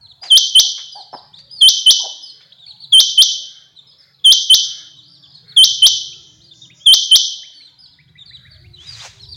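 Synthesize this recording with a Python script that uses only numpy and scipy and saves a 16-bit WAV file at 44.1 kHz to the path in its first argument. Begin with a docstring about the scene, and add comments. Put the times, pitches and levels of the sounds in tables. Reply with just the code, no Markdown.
"""Six pairs of piercing whistles, each flicking upward at the end, come from a caged quail close by.
They overload a phone's microphone and ring between the walls of a courtyard. Small birds chirp around,
others pip and trill, and a fowl clucks further off; these calls are all tones that slide in pitch.
Shaped noise makes the rumble of far traffic, faint far birds, scuffs in the cages and a rustle
as the phone is lowered."""
import sys
import numpy as np
from scipy import signal
from scipy.fft import rfft, irfft, next_fast_len
from scipy.io import wavfile
from scipy.ndimage import uniform_filter1d, map_coordinates

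SR = 44100
rng = np.random.default_rng(int(sys.argv[2]) if len(sys.argv) > 2 else 0)


def persist_wave(psi):
    """Save psi, clipped to +-1, as 16-bit WAV."""
    counts = np.round(np.clip(psi, -1, 1) * 32767).astype(np.int16)
    wavfile.write(sys.argv[1], SR, np.atleast_2d(counts).T)


N = 412776
TOP_HZ = 15900  # the phone keeps nothing above this

# How far a falling and a rising chirp lie below their top pitch: start_share, middle_share, end_share
FALLING = [0.0092, 0.17, 0.63]
RISING = [0.77, 0.4, 0]


def amp(db):
    """Turn decibels into a gain."""
    return 10 ** (np.asarray(db) / 20)


def unit(x):
    """Scale a sound to an average strength (rms) of 1."""
    return x / np.sqrt(np.mean(x ** 2) + 1e-20)


def along(points, hz):
    """Read between (pitch_hz, value) points, with octaves evenly spaced."""
    point_hz, values = np.transpose(points)
    return np.interp(np.log(hz + 1), np.log(point_hz + 1), values)


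def curve(times_s, values, outside=None):
    """Join timed values with straight lines, one value per sample."""
    return np.interp(np.arange(N) / SR, times_s, values, left=outside, right=outside)


def wobble(rate_hz, size):
    """A smooth curve through rate_hz random points a second."""
    points = rng.standard_normal(int(size * rate_hz / SR) + 4)
    return map_coordinates(points, [np.arange(size) * rate_hz / SR])


def filtered(x, gain_at):
    """Turn each frequency of a sound up or down by gain_at(hz)."""
    size = next_fast_len(N + SR // 2)
    return irfft(rfft(x, size) * gain_at(np.fft.rfftfreq(size, 1 / SR)), size)[:N]


def noise(colour):
    """Noise of strength 1, shaped by (pitch_hz, level_db) points."""
    return unit(filtered(rng.standard_normal(N), lambda hz: amp(along(colour, hz))))


def add(track, start_s, sound):
    """Mix a sound into a track."""
    start = min(max(round(start_s * SR), 0), N)
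    track[start:start + len(sound)] += sound[:N - start]


def tone(hz, overtones_db=()):
    """A sliding pure tone, plus overtones at 2, 3, ... times its pitch."""
    phase = 2 * np.pi * np.cumsum(hz) / SR
    overtones = sum(amp(db) * np.sin(k * phase) * (k * hz < SR / 2) for k, db in enumerate(overtones_db, 2))
    return np.sin(phase) + overtones


def note(length_s, pitches, overtones_db, waver, waver_hz, hook=0):
    """A note of strength 1 that arches through three pitches; hook bends it and makes its ends sag."""
    progress = np.linspace(0, 1, int(max(length_s, .01) * SR))
    arch = np.polyval(np.polyfit([0, .5, 1], pitches, 2), progress)
    sag = hook * (.6 * (1 - progress) ** 12 + progress ** 8)
    bends = .2 * hook * wobble(45, len(progress))
    hz = arch * (1 - sag) * (1 + bends + waver * wobble(waver_hz, len(progress)))
    return unit(tone(hz, overtones_db) * np.interp(progress, [0, .12, .8, 1], [0, 1, 1, 0]))


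def patchy(x, depth_db):
    """Let each pitch band of a sound swell and fade on its own."""
    bands = signal.stft(x, nperseg=2048)[2]
    patches = uniform_filter1d(rng.standard_normal(bands.shape), size=4, axis=0)  # smooth over pitch
    patches = uniform_filter1d(patches, size=9, axis=1)  # and over time
    return unit(signal.istft(bands * amp(depth_db * unit(patches)), nperseg=2048)[1][:N])


def traffic():
    """Far traffic: a deep rumble and a slightly higher hum, both swelling and fading."""
    # Each layer's rise and fall, before its gain: time_s, rumble_db, hum_db
    swells = [(0.0, -63, -69.5), (0.44, -72, -75.5), (0.78, -85, -73.5), (1.48, -64, -62),
              (2.11, -83.5, -76.5), (2.94, -70.5, -60), (4.01, -79.5, -74), (4.2, -75, -66.5),
              (5.19, -77, -63), (5.66, -58.5, -56.5), (5.81, -57.5, -67), (6.72, -70.5, -56.5),
              (6.93, -76.5, -73), (7.56, -77, -76), (8.21, -62, -57), (8.65, -49, -61.5),
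              (9.18, -53.5, -63), (9.36, -46, -60)]
    # The tone colours of the two layers: pitch_hz, level_db
    rumble_colour = [(15, -36.5), (35, -26), (70, -8), (95, -6), (125, -8.5), (200, -32), (400, -58)]
    hum_colour = [(60, -43), (115, -3.5), (140, 1.5), (170, -5.5), (220, -21.5), (400, -32), (900, -68.5)]
    rumble_gain_db, hum_gain_db = 3.5, 5
    times_s, rumble_db, hum_db = np.transpose(swells)
    rumble = amp(rumble_gain_db + curve(times_s, rumble_db) + 2.4 * wobble(10, N)) * noise(rumble_colour)
    hum = amp(hum_gain_db + curve(times_s, hum_db) + 2 * wobble(8.3, N)) * noise(hum_colour)
    return rumble + hum


def town_hush(level_db=-64.5):
    """The town's soft, shifting wash of noise."""
    # Its tone colour: pitch_hz, level_db
    colour = [(100, -10), (300, -1), (700, -2), (1500, -5), (2500, -11), (5000, -15), (8000, -25),
              (15000, -24)]
    return amp(level_db + 0.5 * wobble(0.84, N)) * patchy(noise(colour), depth_db=5.5)


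def far_engines():
    """Engines drone in the street, each on one wavering pitch."""
    # The drones: start_s, length_s, pitch_hz, level_db
    drones = [(3.309, 0.17, 600, -63.5), (4.722, 0.67, 306.5, -67.5), (5.395, 0.414, 425, -67),
              (5.892, 0.41, 353, -62.5), (6.211, 0.6, 318, -64.5), (8.594, 0.294, 357, -62),
              (9.125, 0.243, 396, -63.5)]
    out = np.zeros(N)
    for start_s, length_s, hz, db in drones:
        add(out, start_s, amp(db) * note(length_s, [hz, hz, hz], [-14], waver=.06, waver_hz=70))
    return out


def far_birds():
    """Faint caws and a thin, high twitter arrive from far off as soft swells of patchy noise."""
    # The calls: start_s, length_s, level_db
    caws = [(2.299, .28, -64.5), (3.394, 0.33, -61), (3.972, .18, -60), (4.57, 0.37, -54.5),
            (5.43, 0.29, -51), (7.479, 0.3, -66.5), (8.3, 0.4, -59)]
    twitters = [(6.1, 0.42, -55.5), (6.52, .2, -48.5), (6.73, 0.14, -50)]
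    # Their tone colours: pitch_hz, level_db
    caw_colour = [(900, -35), (1300, -12.5), (1620, -2), (1850, -8), (2100, -6.5), (2500, -22.5),
                  (3000, -35)]
    twitter_colour = [(4000, -45), (5000, -4), (6000, -1), (7100, -8.5), (7800, -45), (10000, -67)]
    out = np.zeros(N)
    for calls, colour in (caws, caw_colour), (twitters, twitter_colour):
        swells = np.zeros(N)
        for start_s, length_s, db in calls:
            add(swells, start_s, amp(db) * np.sqrt(np.hanning(int(length_s * SR)).clip(0)))
        out += swells * patchy(noise(colour), depth_db=4)
    return out


def rustles():
    """Scuffs in the cages, and a grainy swish whose body sinks in pitch as the phone swings down."""
    # The rustling's tone colour: pitch_hz, level_db
    colour = [(200, -34.5), (500, -18.5), (1000, -11.5), (2000, -4), (4200, -6.5), (6500, -5),
              (8200, -17.5), (12000, -34.5), (15500, -30)]
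    # Short scuffs: start_s, level_db, fade_s (time to drop 60 dB), brightness_hz
    scuff_rows = [(0.231, -32.5, 0.26, 6260), (0.778, -33.5, 0.22, 1920), (1.386, -46.5, 0.11, 9050),
                  (2.404, -46.5, 0.18, 3020)]
    # The swish's rise and fall: time_s, level_db
    swish_levels = [(8.74, -76.5), (8.82, -51), (8.89, -45.5), (8.98, -40.5), (9.06, -34), (9.085, -42.5),
                    (9.13, -49.5), (9.26, -62)]
    # The fluttering tone inside the swish: time_s, pitch_hz, level_db
    body_path = [(8.849, 2633, -51), (8.97, 1534, -75), (9.019, 1070, -40.5), (9.06, 733, -38.5),
                 (9.085, 664, -53)]
    grain = unit(noise(colour) * amp(1.3 * wobble(200, N)))
    scuffs = np.zeros(N)
    t = np.arange(SR // 3) / SR
    for start_s, db, fade_s, bright_hz in scuff_rows:
        loudness = amp(db - 60 * t / fade_s) * (1 - np.exp(-t / 0.0022))
        scuff = loudness * grain[round(start_s * SR):][:len(t)]
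        treble_cut = signal.butter(2, min(bright_hz, TOP_HZ), fs=SR)
        add(scuffs, start_s, signal.lfilter(*treble_cut, scuff))
    swish = amp(curve(*np.transpose(swish_levels), outside=-120)) * grain
    times_s, hz, db = np.transpose(body_path)
    body = amp(curve(times_s, db, outside=-120)) * tone(curve(times_s, hz)) * wobble(600, N)
    return scuffs + swish + body


def chirp(length_s, top_hz, shape, low_hz=2790):
    """A small bird's slide: higher ones bend further; short ones shake and lose their overtone."""
    rough = np.exp(-length_s / 0.05)
    pitches = top_hz - (top_hz - low_hz) * np.array(shape)
    slide = note(length_s, pitches, [-25 - 14 * rough], waver=0.065 * rough, waver_hz=464.6, hook=0.12)
    flutter_db = 3.5 * wobble(140, len(slide))
    return unit(slide * amp(flutter_db))


def roof_flock(count=140, rising_share=0.35):
    """Small birds chatter at random from the roofs in brief, quiet chirps."""
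    out = np.zeros(N)
    for when, pitch, length, loudness, kind in rng.random((count, 5)):
        shape = RISING if kind < rising_share else FALLING
        call = chirp(length_s=0.021 * (1 + length), top_hz=3650 + 1100 * pitch, shape=shape)
        add(out, when * N / SR, amp(-61 + 8.5 * loudness) * call)
    return out


def fowl(growl_db=-3):
    """Low arched clucks; harsh ones shake in pitch and strength and growl an octave below."""
    # The clucks: start_s, length_s, top_pitch_hz, level_db, roughness (0 to 1)
    clucks = [(0.218, 0.067, 807, -45.5, 0.37), (0.631, 0.053, 813, -53, .3),
              (0.949, 0.073, 880, -40.5, 0.25), (1.128, .028, 881, -31.5, 0.75),
              (1.993, 0.042, 1003, -45, 0.2), (2.037, 0.035, 785, -35.5, 0.41)]
    # A cluck's arch, as shares of its top pitch: start_share, middle_share, end_share
    shape = [.8, 0.95, .64]
    out = np.zeros(N)
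    for start_s, length_s, top_hz, db, rough in clucks:
        arch = top_hz * np.array(shape)
        clear = note(length_s, arch, [-23, -40], waver=0.2 * rough, waver_hz=432)
        growl = note(length_s, arch / 2, [4, -10, -11, -21, -22], waver=.05, waver_hz=410)
        cluck = clear + amp(growl_db) * rough * growl
        add(out, start_s, amp(db) * unit(cluck * (1 + rough * wobble(520, len(cluck)))))
    return out


def pipping_bird(length_s=0.034):
    """Short upward slides, each strongest near its start."""
    # The pips: start_s, base_pitch_hz, level_db
    pips = [(2.405, 2250, -64), (2.665, 2194, -58), (6.127, 2470, -49), (6.699, 2151, -49.5),
            (7.43, 1860, -50.5), (7.603, 2070, -55), (7.986, 1845, -51.5), (8.153, 1893, -50.5),
            (8.307, 1800, -50.5), (8.45, 1840, -49), (8.642, 2070, -53)]
    out = np.zeros(N)
    for start_s, hz, db in pips:
        pip = note(length_s, hz * np.array([.97, 1.2, 1.5]), [-24], waver=0.033, waver_hz=285)
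        fade = amp(np.linspace(0, -11, len(pip)))
        add(out, start_s, amp(db) * unit(pip * fade))
    return out


def trilling_bird(rate_hz=52, depth=0.082):
    """A thin song whose pitch swings quickly up and down."""
    # The song's path: time_s, centre_pitch_hz, level_db
    song = [(4.989, 3900, -74), (5.03, 4140, -43.5), (5.11, 5050, -51.5), (5.199, 5140, -55),
            (5.269, 4630, -51), (5.35, 4650, -45.5), (5.419, 4600, -55.5)]
    times_s, centre_hz, db = np.transpose(song)
    t = np.arange(times_s[0], times_s[-1], 1 / SR)
    swing = np.sin(2 * np.pi * rate_hz * t + 1.2 * wobble(30, len(t)))
    hz = np.interp(t, times_s, centre_hz) * (1 + depth * swing)
    out = np.zeros(N)
    add(out, t[0], amp(np.interp(t, times_s, db)) * tone(hz))
    return out


def small_birds():
    """Nearby birds give falling and rising chirps."""
    # The chirps: start_s, length_s, top_pitch_hz, level_db
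    falling_chirps = [(.009, .069, 4524, -45), (.082, 0.048, 4250, -44), (.213, .095, 5040, -36),
                      (.91, 0.13, 5050, -38.5), (1.122, 0.083, 5410, -42.5), (1.5, .15, 5000, -34.5),
                      (2.213, .12, 5150, -38.5), (2.586, 0.079, 3950, -46), (2.66, 0.069, 4570, -37.5),
                      (2.8, 0.06, 4666, -36.5), (3.762, 0.049, 3995, -42.5), (3.865, 0.07, 5410, -51.5),
                      (3.98, .075, 5340, -50.5), (4.967, 0.05, 4020, -44), (5.072, 0.12, 4850, -48.5),
                      (5.337, .06, 4210, -45), (5.227, 0.04, 3736, -43), (5.477, 0.058, 4440, -41.5),
                      (6.432, .088, 4944, -51), (6.508, 0.033, 3780, -41.5), (6.615, 0.0468, 3820, -39.5),
                      (7.523, 0.19, 4570, -46), (7.784, .095, 5105, -45), (8.183, 0.057, 4000, -40.5),
                      (8.256, 0.059, 4750, -43), (8.33, 0.049, 4045, -39), (8.505, 0.068, 4650, -47),
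                      (8.732, 0.051, 4070, -45), (8.865, .105, 5080, -36.5), (9.193, 0.07, 4240, -42),
                      (9.215, 0.054, 5600, -48), (9.285, 0.074, 4780, -36.5)]
    rising_chirps = [(1.33, 0.072, 5400, -43.5), (1.365, 0.054, 5020, -42.5), (2.521, 0.013, 4330, -40),
                     (6.797, 0.086, 4100, -47), (8.775, 0.14, 4190, -43.5), (8.998, 0.028, 4300, -36.5)]
    out = np.zeros(N)
    for calls, shape in (falling_chirps, FALLING), (rising_chirps, RISING):
        for start_s, length_s, hz, db in calls:
            add(out, start_s, amp(db) * chirp(length_s, hz, shape))
    return out


def courtyard_tail():
    """The ring after one click: it swells when the far walls answer; bass and top treble die first."""
    # How long each pitch rings: pitch_hz, fade_s (time to drop 60 dB)
    ring_times = [(200, 0.078), (500, 0.23), (1000, .6), (3200, 0.78), (6000, 0.58), (9000, .6),
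                  (15000, .067)]
    hz, t, bands = signal.stft(rng.standard_normal(SR), SR, nperseg=256)
    early_db = 5 * np.exp(-t / 0.0068)  # the ground and cages answer at once
    far_wall_db = 3.5 * np.exp(-((t - .1) / 0.015) ** 2)
    level_db = early_db + far_wall_db - 60 * t / along(ring_times, hz)[:, None]
    tail = signal.istft(bands * amp(level_db), SR, nperseg=256)[1]
    return tail / np.linalg.norm(tail)


def courtyard_ring(x, stretches=7):
    """The walls ring a little differently in each stretch of time, as the hand-held phone drifts."""
    # What the walls send back: pitch_hz, gain_db
    colour = [(100, 8.5), (3000, -5), (4500, 0), (6250, 9), (6800, 11.5), (8000, -3.5), (15000, -16)]
    ring = np.zeros(N)
    for stretch in np.array_split(np.arange(N), stretches):
        add(ring, stretch[0] / SR, signal.fftconvolve(x[stretch], courtyard_tail()))
    return filtered(ring, lambda hz: amp(along(colour, hz)))


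def near_echoes(x, cutoff_hz=6800):
    """Separate, duller copies bounce off the cage, the ground and the near walls."""
    # The bounces: delay_s, gain
    echoes = [(.0045, .08), (.0095, .1), (.0138, .09), (.0225, .09), (.052, .05), (.058, .06), (.071, .05)]
    out = np.zeros(N)
    for delay_s, gain in echoes:
        add(out, delay_s, gain * x)
    return filtered(out, lambda hz: 1 / np.sqrt(1 + (hz / cutoff_hz) ** 24))


def whistle(length_s, attack_s, low_hz, settle_s, level_db):
    """Slide down to a pitch, hold it, flick up an octave. Gives the tone and the strength of its air, with a
    splatter of overload at the flick."""
    flick_lead_s, flick_s, flick_rise = .033, 0.0032, 1.16  # early stir, steep part, size over low_hz
    end_s, release_s, throat_hz = 0.016, .007, 3836
    t = np.arange(-length_s, end_s, 1 / SR)  # the flick is at t = 0
    age = t + length_s
    climb = np.arctan(np.maximum(t, -flick_lead_s) / flick_s) / np.pi
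    held_hz = low_hz * (1 + flick_rise * (climb - climb[0]))
    slide_hz = low_hz * .24 * np.exp(-age / settle_s)
    hz = (held_hz + slide_hz) * (1 + 0.0036 * wobble(500, len(t)))
    fade = np.clip(np.minimum(age / attack_s, (end_s - t) / release_s), 0, 1)
    throat_loss_db = 29 * np.log2(held_hz / throat_hz) ** 2  # the throat favours one pitch
    swell = amp(level_db - throat_loss_db) * np.sin(np.pi / 2 * fade) ** 2
    air_db = -41.5 + 11 * np.exp(-(t / 0.002) ** 2)  # a faint rush of air, with a brief splatter of microphone overload at the flick
    return swell * tone(hz, [-31]), swell * amp(air_db)


def quail(short_s=.0515):
    """Each call is a long whistle, then a short one that settles faster. Gives the tones and their air."""
    # The calls: first_flick_s, flick_gap_s, long_length_s, long_attack_s, low_pitch_hz
    calls = [(0.3761, .2214, .08, .032, 3057), (1.689, 0.22, 0.084, .024, 3050),
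             (3.004, 0.22, 0.085, .021, 3072), (4.3252, 0.22, .086, 0.021, 3072),
             (5.6438, .2243, .083, .019, 3063), (6.94, 0.22, 0.084, 0.019, 3068)]
    # Air rushing in the throat: pitch_hz, level_db
    air_colour = [(100, -25.5), (700, -28.5), (2500, -8.5), (4000, -4.5), (7000, -7.5), (9000, -11.5),
                  (16000, -23)]
    tones, air = np.zeros(N), np.zeros(N)
    for flick_s, gap_s, long_s, attack_s, low_hz in calls:
        first = whistle(long_s, attack_s, low_hz, settle_s=0.012, level_db=4)
        second = whistle(short_s, attack_s=0.016, low_hz=low_hz - 20, settle_s=.0028, level_db=4.8)
        for start_s, (sound, rush) in (flick_s - long_s, first), (flick_s + gap_s - short_s, second):
            add(tones, start_s, sound)
            add(air, start_s, rush)
    return tones, air * noise(air_colour)


def scene():
    """The further a bird, the more of it comes by way of the walls; the quail's air has no echo."""
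    whistles, air = quail()
    neighbours = pipping_bird() + fowl() + trilling_bird()
    chirps = small_birds()
    flock = roof_flock()
    to_walls = amp(-10.5) * whistles + amp(-6) * neighbours + amp(-6.5) * chirps + amp(-1) * flock
    echoes = near_echoes(whistles) + courtyard_ring(to_walls)
    background = rustles() + traffic() + town_hush() + far_engines() + far_birds()
    return (background + echoes + flock + chirps + neighbours + whistles + air)[None]


def record(dry, bass_cut_hz=18, treble_cut_hz=13500):
    """The microphone overloads lopsidedly, so each whistle also thumps; the phone cuts the top treble."""
    fine = signal.resample_poly(dry[0], up=2, down=1)  # a doubled rate limits false tones
    ceiling = np.where(fine > 0, .684, .716)
    squashed = fine / (1 + np.abs(fine / ceiling) ** 24) ** (1 / 24)
    clipped = signal.resample_poly(squashed, up=1, down=2)

    def phone_gain(hz):
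        bass_cut = 1j * hz / (1j * hz + bass_cut_hz)
        return bass_cut / np.sqrt(1 + (hz / treble_cut_hz) ** 6) * (hz < TOP_HZ)
    return filtered(clipped, phone_gain)[None]


dry = scene()
out = record(dry)
persist_wave(out)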